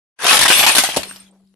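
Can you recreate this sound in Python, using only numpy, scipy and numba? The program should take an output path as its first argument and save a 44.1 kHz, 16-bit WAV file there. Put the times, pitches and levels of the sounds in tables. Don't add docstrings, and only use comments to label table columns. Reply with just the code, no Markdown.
import sys
import numpy as np
from scipy import signal
from scipy.fft import rfft, irfft, next_fast_len
from scipy.io import wavfile
from numba import njit

SR = 44100
rng = np.random.default_rng(int(sys.argv[2]) if len(sys.argv) > 2 else 0)


def waveform_to_disk(signal):
    frames = np.transpose(np.atleast_2d(signal))
    scaled = np.clip(frames, -1, 1) * 32767
    samples = np.round(scaled).astype(np.int16)
    wavfile.write(sys.argv[1], SR, samples)


def magnitude_from_level(level_db):
    exponent = np.asarray(level_db, float) / 20
    return 10 ** exponent


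N = 68355
TIME_S = np.arange(N) / SR
START_S = 0.16
LEFT_RIGHT = np.array([[1], [-1]])


def rms_one(x):
    return x / np.sqrt(np.mean(x ** 2) + 1e-20)


def in_time(rows):
    return np.interp(TIME_S, *np.transpose(rows))


def at_hz(points, hz):
    table_hz, values = np.transpose(points)
    return np.interp(np.log(hz), np.log(table_hz), values)


def drift(rate_hz):
    r = np.exp(-40 * np.pi * rate_hz / SR)
    noise = rng.standard_normal(N // 20 + 2002)
    slow = signal.lfilter([1], [1, -2 * r, r * r], noise)[2000:]
    return np.interp(np.arange(N) / 20, np.arange(len(slow)), rms_one(slow))


def ring(clicks, hz, t60_s):
    r, w = magnitude_from_level(-60 / (t60_s * SR)), 2 * np.pi * hz / SR
    return signal.lfilter([0, np.sin(w)], [1, -2 * r * np.cos(w), r * r], clicks + 1e-18)


def dying(start_s, t60_s):
    out, start = np.zeros(N), int(start_s * SR)
    t = np.arange(min(N - start, int(1.5 * t60_s * SR))) / SR
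    out[start:start + len(t)] = np.clip(t * 4000, 0, 1) * magnitude_from_level(-60 * t / t60_s)
    return out


def band_pass(x, order, low_hz, high_hz):
    return signal.sosfilt(signal.butter(order, [low_hz, high_hz], "band", fs=SR, output="sos"), x)


def room(x):
    t60_s, wall_cut_hz = 0.22, 9300
    size = next_fast_len(N + SR // 3)
    w = 2 * np.pi * np.arange(size // 2 + 1) / size
    dull = 1 / (1 + 1j * w * SR / (2 * np.pi * wall_cut_hz))
    loops = []
    for lag_s in rng.uniform(.008, .035, 16):
        loops.append(magnitude_from_level(-60 * lag_s / t60_s) * dull * np.exp(-1j * w * lag_s * SR))
    sides = [sum(g / (1 - g) * (-1) ** k for k, g in enumerate(loops[c::2])) for c in (0, 1)]
    return irfft(rfft(x, size) * np.array(sides), size)[:, :N]


# time [s], crunch level [dB].
CRUNCH_LOAD = [(.182, -68), (.19, -36.5), (.215, -25), (.25, -14), (.33, -9.5), (.385, -15), (.43, -10),
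               (.476, -20.5), (.53, -12.5), (.6, -13.5), (.655, -16.5), (.745, -19), (.83, -21),
               (.95, -27.5), (1.08, -39.5), (1.2, -48.5), (1.285, -57.5), (1.305, -69.5), (1.55, -74.5)]
# frequency [Hz], level [dB per Hz].
RUMBLE_SPECTRUM = [(25, -5.5), (60, -4.5), (150, -1.5), (400, -11), (1000, -22)]


def rumble():
    level_db, follows, rise_s = -42.5, 0.47, 0.22
    mid, side = rng.standard_normal((2, N))
    hz = np.maximum(np.arange(N // 2 + 1) * SR / N, 10)
    shape = magnitude_from_level(at_hz(RUMBLE_SPECTRUM, hz) - 12 * np.log2(np.maximum(hz / 1000, 1)))
    noise = rms_one(irfft(rfft(mid + .5 * side * LEFT_RIGHT) * shape, N))
    rise = np.clip((TIME_S - START_S) / rise_s, 0, 1)
    return noise * rise * magnitude_from_level(level_db + follows * (in_time(CRUNCH_LOAD) + 16) + 3.8 * drift(36))


def rustle():
    peak_s, length_s, level_db = 1.34, .08, -61
    grit = rms_one(band_pass(rng.standard_normal(N), 2, 280, 800))
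    swell = np.exp(-((TIME_S - peak_s) / length_s) ** 2)
    return grit * magnitude_from_level(level_db + 3.7 * drift(43.8)) * swell


def cavity():
    pitch_hz, start_s, level_db, t60_s, octave_db = 193, 0.95, -40.5, 2.5, -21
    phase = 2 * np.pi * pitch_hz * TIME_S
    tone = np.sin(phase) + magnitude_from_level(octave_db) * np.sin(1.96 * phase)
    return magnitude_from_level(level_db) * dying(start_s, t60_s) * magnitude_from_level(drift(3)) * tone


# start [s], peak [dB], pitch [Hz].
TYRE_PUSHES = [
    (.285, -37, 40),
    (0.428, -28.5, 69.5),
    (0.504, -30, 68.6),
    (.785, -34, 90),
    (0.988, -31.5, 75),
]


def pushes():
    t60_s, out = 0.1, np.zeros(N)
    for s, db, hz in TYRE_PUSHES:
        out += magnitude_from_level(db) * dying(s, t60_s) * np.sin(2 * np.pi * hz * (TIME_S - s))
    return out


# start [s], peak [dB], pitch [Hz], t60 [s].
SHARD_TINKLES = [(0.719, -7, 9080, 0.044), (.69, -22, 9030, .15), (1.474, -68, 5000, .02),
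                 (0.29, -10, 2560, 0.17), (0.479, -8.5, 3040, 0.036), (0.98, -15.5, 2880, 0.021),
                 (0.97, -16.5, 9400, .015), (1.07, -41, 9200, 0.12), (1.083, -33, 8700, 0.063),
                 (1.091, -28.5, 8576, 0.18), (1.2, -39, 8700, 0.11), (.963, -17, 4450, .015),
                 (1.6, -34.5, 2100, 0.018), (1.033, -23, 4090, 0.019), (0.23, -23, 10400, 0.04),
                 (1.112, -30.5, 1520, 0.025), (1.16, -38, 5000, 0.076), (1.26, -47, 3390, 0.065),
                 (1.278, -53, 3200, 0.06), (1.31, -54.5, 8500, 0.041)]


def tinkles():
    beat_hz, rough_db, lands_t60s, stop_s = 40.93, 3.5, .35, .01
    out = np.zeros((2, N))
    phases = rng.uniform(0, 2 * np.pi, (len(SHARD_TINKLES), 2, 1))
    for (s, db, hz, t60_s), phase in zip(SHARD_TINKLES, phases):
        pair = np.sin(2 * np.pi * hz * TIME_S + 0.093 * phase)
        pair = pair + .5 * np.sin(2 * np.pi * (hz + beat_hz) * TIME_S + phase)
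        landing = np.clip((s + lands_t60s * t60_s - TIME_S) / stop_s + 1, 0, 1)
        out += magnitude_from_level(db + rough_db * drift(110)) * dying(s, t60_s) * landing * pair
    return out


# start [s], peak [dB], pitch [Hz], t60 [s].
FLOOR_KNOCKS = [(0.25, -19, 610, 0.032), (.282, -21, 760, 0.0085), (0.332, -12.5, 858, 0.14),
                (0.413, -5, 990, 0.015), (.454, -2.5, 950, 0.0089), (0.501, -1.5, 476, 0.0081),
                (.61, -17, 797, 0.083), (0.639, -13, 837, 0.077), (.664, -10, 906, 0.047),
                (0.75, -5, 880, 0.01), (0.766, -6.5, 780, 0.016), (0.784, -14.5, 288, 0.036),
                (.837, -11, 750, 0.045), (0.889, -9.5, 770, 0.012), (0.895, -20.5, 900, 0.012),
                (0.939, -21, 810, 0.0078), (.963, -10.5, 860, 0.014), (0.9694, 2, 584, 0.0088),
                (0.9698, -16, 283, 0.061), (.971, -19.5, 207, 0.021), (.975, -10.5, 897, 0.018),
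                (.99, -19, 640, .04), (1.032, -27.5, 1310, 0.012), (1.055, -34, 500, 0.017),
                (1.071, -36, 390, .05), (1.11, -39.5, 290, .05), (1.541, -45.5, 454, .01)]


def knocks():
    under_db, low_cut_hz = -36.5, 161
    out = np.zeros(N)
    for s, db, hz, t60_s in FLOOR_KNOCKS:
        click = np.zeros(N)
        click[int(s * SR)] = magnitude_from_level(db)
        out += ring(click, hz, t60_s) + magnitude_from_level(under_db) * ring(click, 0.16 * hz, 1.5 * t60_s)
    return band_pass(out, 3, low_cut_hz, 2500)


# time of the break [s], depth [dB].
PINNED = [(0.265, -7.5), (.2805, -1.5), (.389, -4), (0.412, -3.5), (0.451, -5), (.4797, -8.5), (.502, -5),
          (0.629, -5.5), (0.664, -7), (0.751, -7.5), (0.7826, -3.5), (.837, -2), (0.888, -7), (0.961, -2),
          (1.032, -6)]


def hush():
    sink_s, gain_db = 0.0085, np.zeros(N)
    for s, db in PINNED:
        gain_db += db * np.clip(1 + (TIME_S - s) / sink_s, 0, 1) * (TIME_S < s)
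    return magnitude_from_level(gain_db)


# start [s], peak [dB], loudest ring [Hz], tilt [dB per octave], burst t60 [s].
PANE_SNAPS = [(0.2504, -4.5, 1260, -5, 0.069), (0.2647, -3.5, 2950, 1.5, 0.045),
              (0.2803, -1, 2550, 1, 0.049), (0.2923, -3.5, 2620, 2.5, 0.074), (0.3091, 0, 3250, -4, 0.064),
              (0.3284, -0.5, 2150, -3, 0.086), (0.3439, -3, 2560, 0.5, 0.054),
              (0.3684, 0, 2220, 0.5, 0.052), (0.3901, -3, 3370, 2.5, 0.043), (0.411, -1.5, 3640, 4, 0.024),
              (0.4326, -5.5, 2010, 3, 0.026), (0.4529, -1, 1420, -3.5, 0.088),
              (0.4805, -0.5, 3210, 2.5, 0.033), (0.4912, 0.5, 2550, 1.5, 0.064),
              (0.5004, 1.5, 1680, -3.5, 0.089), (0.5212, -4, 2690, -1, 0.06), (0.5918, -2.5, 2500, 1, 0.07),
              (0.627, -3, 1900, -3.5, 0.047), (0.639, -2, 3520, -0.5, 0.02),
              (0.6629, 0.5, 2030, -0.5, 0.15), (0.679, 0, 2580, -1, 0.13), (0.6932, -4, 2840, -2, 0.13),
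              (0.7485, -1, 3180, 2, 0.093), (0.7655, -2.5, 3310, 1, 0.14), (0.7811, 3.5, 3050, 1.5, 0.088),
              (0.836, -5, 1880, 1.5, 0.12), (0.8884, -16, 3280, -2.5, 0.036),
              (0.9635, -10, 4450, 3.5, 0.047), (0.9692, -3.5, 2880, 2.5, 0.024),
              (1.0308, -14, 4090, 2, 0.033)]
# start [s], peak [dB], loudest ring [Hz].
SPLINTER_TICKS = [(0.1995, -32, 3590), (0.2217, -10, 10700), (0.2437, -0.5, 1270), (0.3174, -13, 3190),
                  (0.3561, -9, 2610), (0.3768, -1, 1820), (0.4035, -9, 2160), (0.4246, -1, 3040),
                  (0.4575, -4, 1550), (0.4654, -3, 3280), (0.5068, -4.5, 2700), (0.513, -0.5, 2710),
                  (0.5381, -3.5, 2610), (0.5574, -11.5, 4270), (0.5732, -2.5, 3140), (0.6064, -6, 2530),
                  (0.67, 2.5, 2850), (0.7186, -5.5, 9090), (0.7564, 1, 2670), (0.7727, 2.5, 3870),
                  (0.7894, -4.5, 2710), (0.8033, -2.5, 3030), (0.8439, -9, 1890), (0.87, -14, 2850),
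                  (0.8956, -12, 3290), (0.9056, -11, 8770), (0.938, -12.5, 4110), (0.9445, -9.5, 2830),
                  (1.0216, -17, 4100), (1.0555, -23.5, 9140), (1.0966, -21, 8580), (1.1096, -22, 8580),
                  (1.1603, -22, 3980), (1.1665, -22.5, 5110), (1.2268, -39, 3400), (1.2662, -45, 3400),
                  (1.2884, -47, 3180), (1.3526, -56, 10900), (1.3884, -63.5, 4220), (1.4734, -57.5, 3300),
                  (1.5404, -45.5, 9090)]


def breaks(pitches):
    snap_db, tail_db, tail_t60_s, tick_db, tick_t60_s = -7.5, -14.5, 0.2, -7.5, .008
    hump_db, hump_octaves, colour_db = 4, .3, 3
    bursts = []
    for s, db, _, _, t60_s in PANE_SNAPS:
        bursts.append(magnitude_from_level(db + snap_db) * (dying(s, t60_s) + magnitude_from_level(tail_db) * dying(s, tail_t60_s)))
    for s, db, _ in SPLINTER_TICKS:
        bursts.append(magnitude_from_level(db + tick_db) * dying(s, tick_t60_s))
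    events = np.array([row[:4] for row in PANE_SNAPS] + [(*row, 0) for row in SPLINTER_TICKS])
    tilt = events[:, 3:] * np.log2(np.maximum(pitches, 700) / 3000)
    hump = hump_db * np.exp(-(np.log2(pitches / events[:, 2:3]) / hump_octaves) ** 2)
    colour = magnitude_from_level(tilt + hump + colour_db * rng.standard_normal((len(events), len(pitches))))
    return colour.T ** 2 @ np.array(bursts) ** 2, (events[:, 0] * SR).astype(int) + 12


@njit
def ring_changing(clicks, poles):
    out = np.zeros(clicks.shape)
    for c in range(clicks.shape[0]):
        z = 0j
        for i in range(clicks.shape[1]):
            z = z * poles[i] + clicks[c, i]
            out[c, i] = z.imag
    return out


# frequency [Hz], level [dB per Hz].
GLASS_COLOUR = [(150, -43), (450, -19.5), (800, -5), (1300, -5.5), (3000, -0.5), (6700, -10), (9300, -7),
                (12400, -12)]
# frequency [Hz], left-right likeness [0-1].
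SIDE_LIKENESS = [(60, .8), (250, 0), (600, 0.7), (1200, 0.9), (2500, .05), (12000, .05)]
# time [s], tilt [dB per octave].
CRUSH_FINENESS = [(.19, -3.5), (.26, -3), (.3, -0.5), (.5, 1), (.8, 1.5), (1, 1), (1.2, 0), (1.5, 2.5)]


def glass():
    splinters_per_s, size_spread_db, first_break_db = 9000, 3.5, 9
    clump_db, clumps_per_s, shift_db, shifts_per_s = 1, 160, 4.5, 4.4
    shard_life_s, pitch_spread, ring_cycles, ring_spread = .04, .05, 34.3, 0.83
    chip_share, chip_rings_longer, chip_db = .05, 5.5, 0.5
    pitches = np.linspace(150 ** .3, 12700 ** .3, 48) ** (1 / .3)
    bed = magnitude_from_level(in_time(CRUNCH_LOAD) + clump_db * drift(clumps_per_s))
    fine = in_time(CRUSH_FINENESS)
    break_power, starts = breaks(pitches)
    out, power, chance = np.zeros((2, N)), 0, rng.random((4, N))
    sizes = magnitude_from_level(-size_spread_db * np.log(chance[1] + 0.012)) * np.sign(chance[2:] - .5)
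    for k, hz in enumerate(pitches):
        draw = np.roll(chance[:2], 997 * k, axis=1)
        born = draw[0] < splinters_per_s / SR * np.sqrt(hz / 2000) / 8
        grains = rms_one(born * np.roll(sizes, 1811 * k, axis=1))
        grains[0, starts] = magnitude_from_level(first_break_db)
        tilt_db = fine * np.log2(max(hz, 700) / 3000)
        crunch = bed * magnitude_from_level(shift_db * drift(shifts_per_s) + tilt_db)
        force = np.sqrt(crunch ** 2 + break_power[k])

        shards = rng.uniform(-1, 1, (200, 3))
        now = ((TIME_S / shard_life_s + shards[0, 0] + 1) % len(shards)).astype(int)
        turn = 2j * np.pi * hz * (1 + pitch_spread * shards[:, :2].T) / SR
        t60_s = ring_cycles / hz * (hz / 2000) ** 0.4 * np.exp(ring_spread * shards[:, 2])
        loss = 3 * np.log(10) / (t60_s * SR)

        struck = grains * force * 2 * np.sqrt(loss)[now]
        chips = struck * (draw[1] < chip_share) * magnitude_from_level(chip_db) / np.sqrt(chip_rings_longer)
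        rings = ring_changing(struck, np.exp(turn[0] - loss)[now])
        rings += ring_changing(chips, np.exp(turn[1] - loss / chip_rings_longer)[now // 3])
        mid, side = rings
        alike = np.clip(at_hz(SIDE_LIKENESS, hz), 0, 1)
        gain = magnitude_from_level(at_hz(GLASS_COLOUR, hz)) * hz ** 0.43
        out += gain * (np.sqrt(1 + alike) * mid + np.sqrt(1 - alike) * side * LEFT_RIGHT)
        power += gain ** 2
    return out / np.sqrt(3 * power)


# time [s], left minus right [dB].
IMAGE_LEAN = [(0.19, 3.5), (0.356, 3), (1.148, 2), (1.36, 2.5), (1.55, 5)]


def scene():
    low_cut_hz, room_db = 254, -17.5
    high_pass = signal.butter(2, low_cut_hz, "high", fs=SR, output="sos")
    near = signal.sosfilt(high_pass, glass() + tinkles()) + knocks()
    pile = hush() * (near + magnitude_from_level(room_db) * room(near.mean(axis=0)))
    lean = magnitude_from_level(in_time(IMAGE_LEAN) * LEFT_RIGHT / 2)
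    return (pile + rustle() + cavity() + pushes() + rumble()) * lean


def low_pass(x):
    return signal.sosfilt(signal.butter(12, 12640, fs=SR, output="sos"), x)


def record(dry):
    fade_in_s, fade_out_s, cutoff_hz, drive_db = 0.023, 0.011, 12500, -1.03
    x = dry * np.clip((TIME_S - START_S) / fade_in_s, 0, 1)
    x = x * np.clip((N / SR - TIME_S) / fade_out_s, .3, 1)
    x = magnitude_from_level(drive_db) * signal.sosfilt(signal.ellip(8, .5, 50, cutoff_hz, fs=SR, output="sos"), x)
    mix = x / (1 + x ** 6) ** (1 / 6)
    return low_pass(mix)


dry = scene()
out = record(dry)
waveform_to_disk(out)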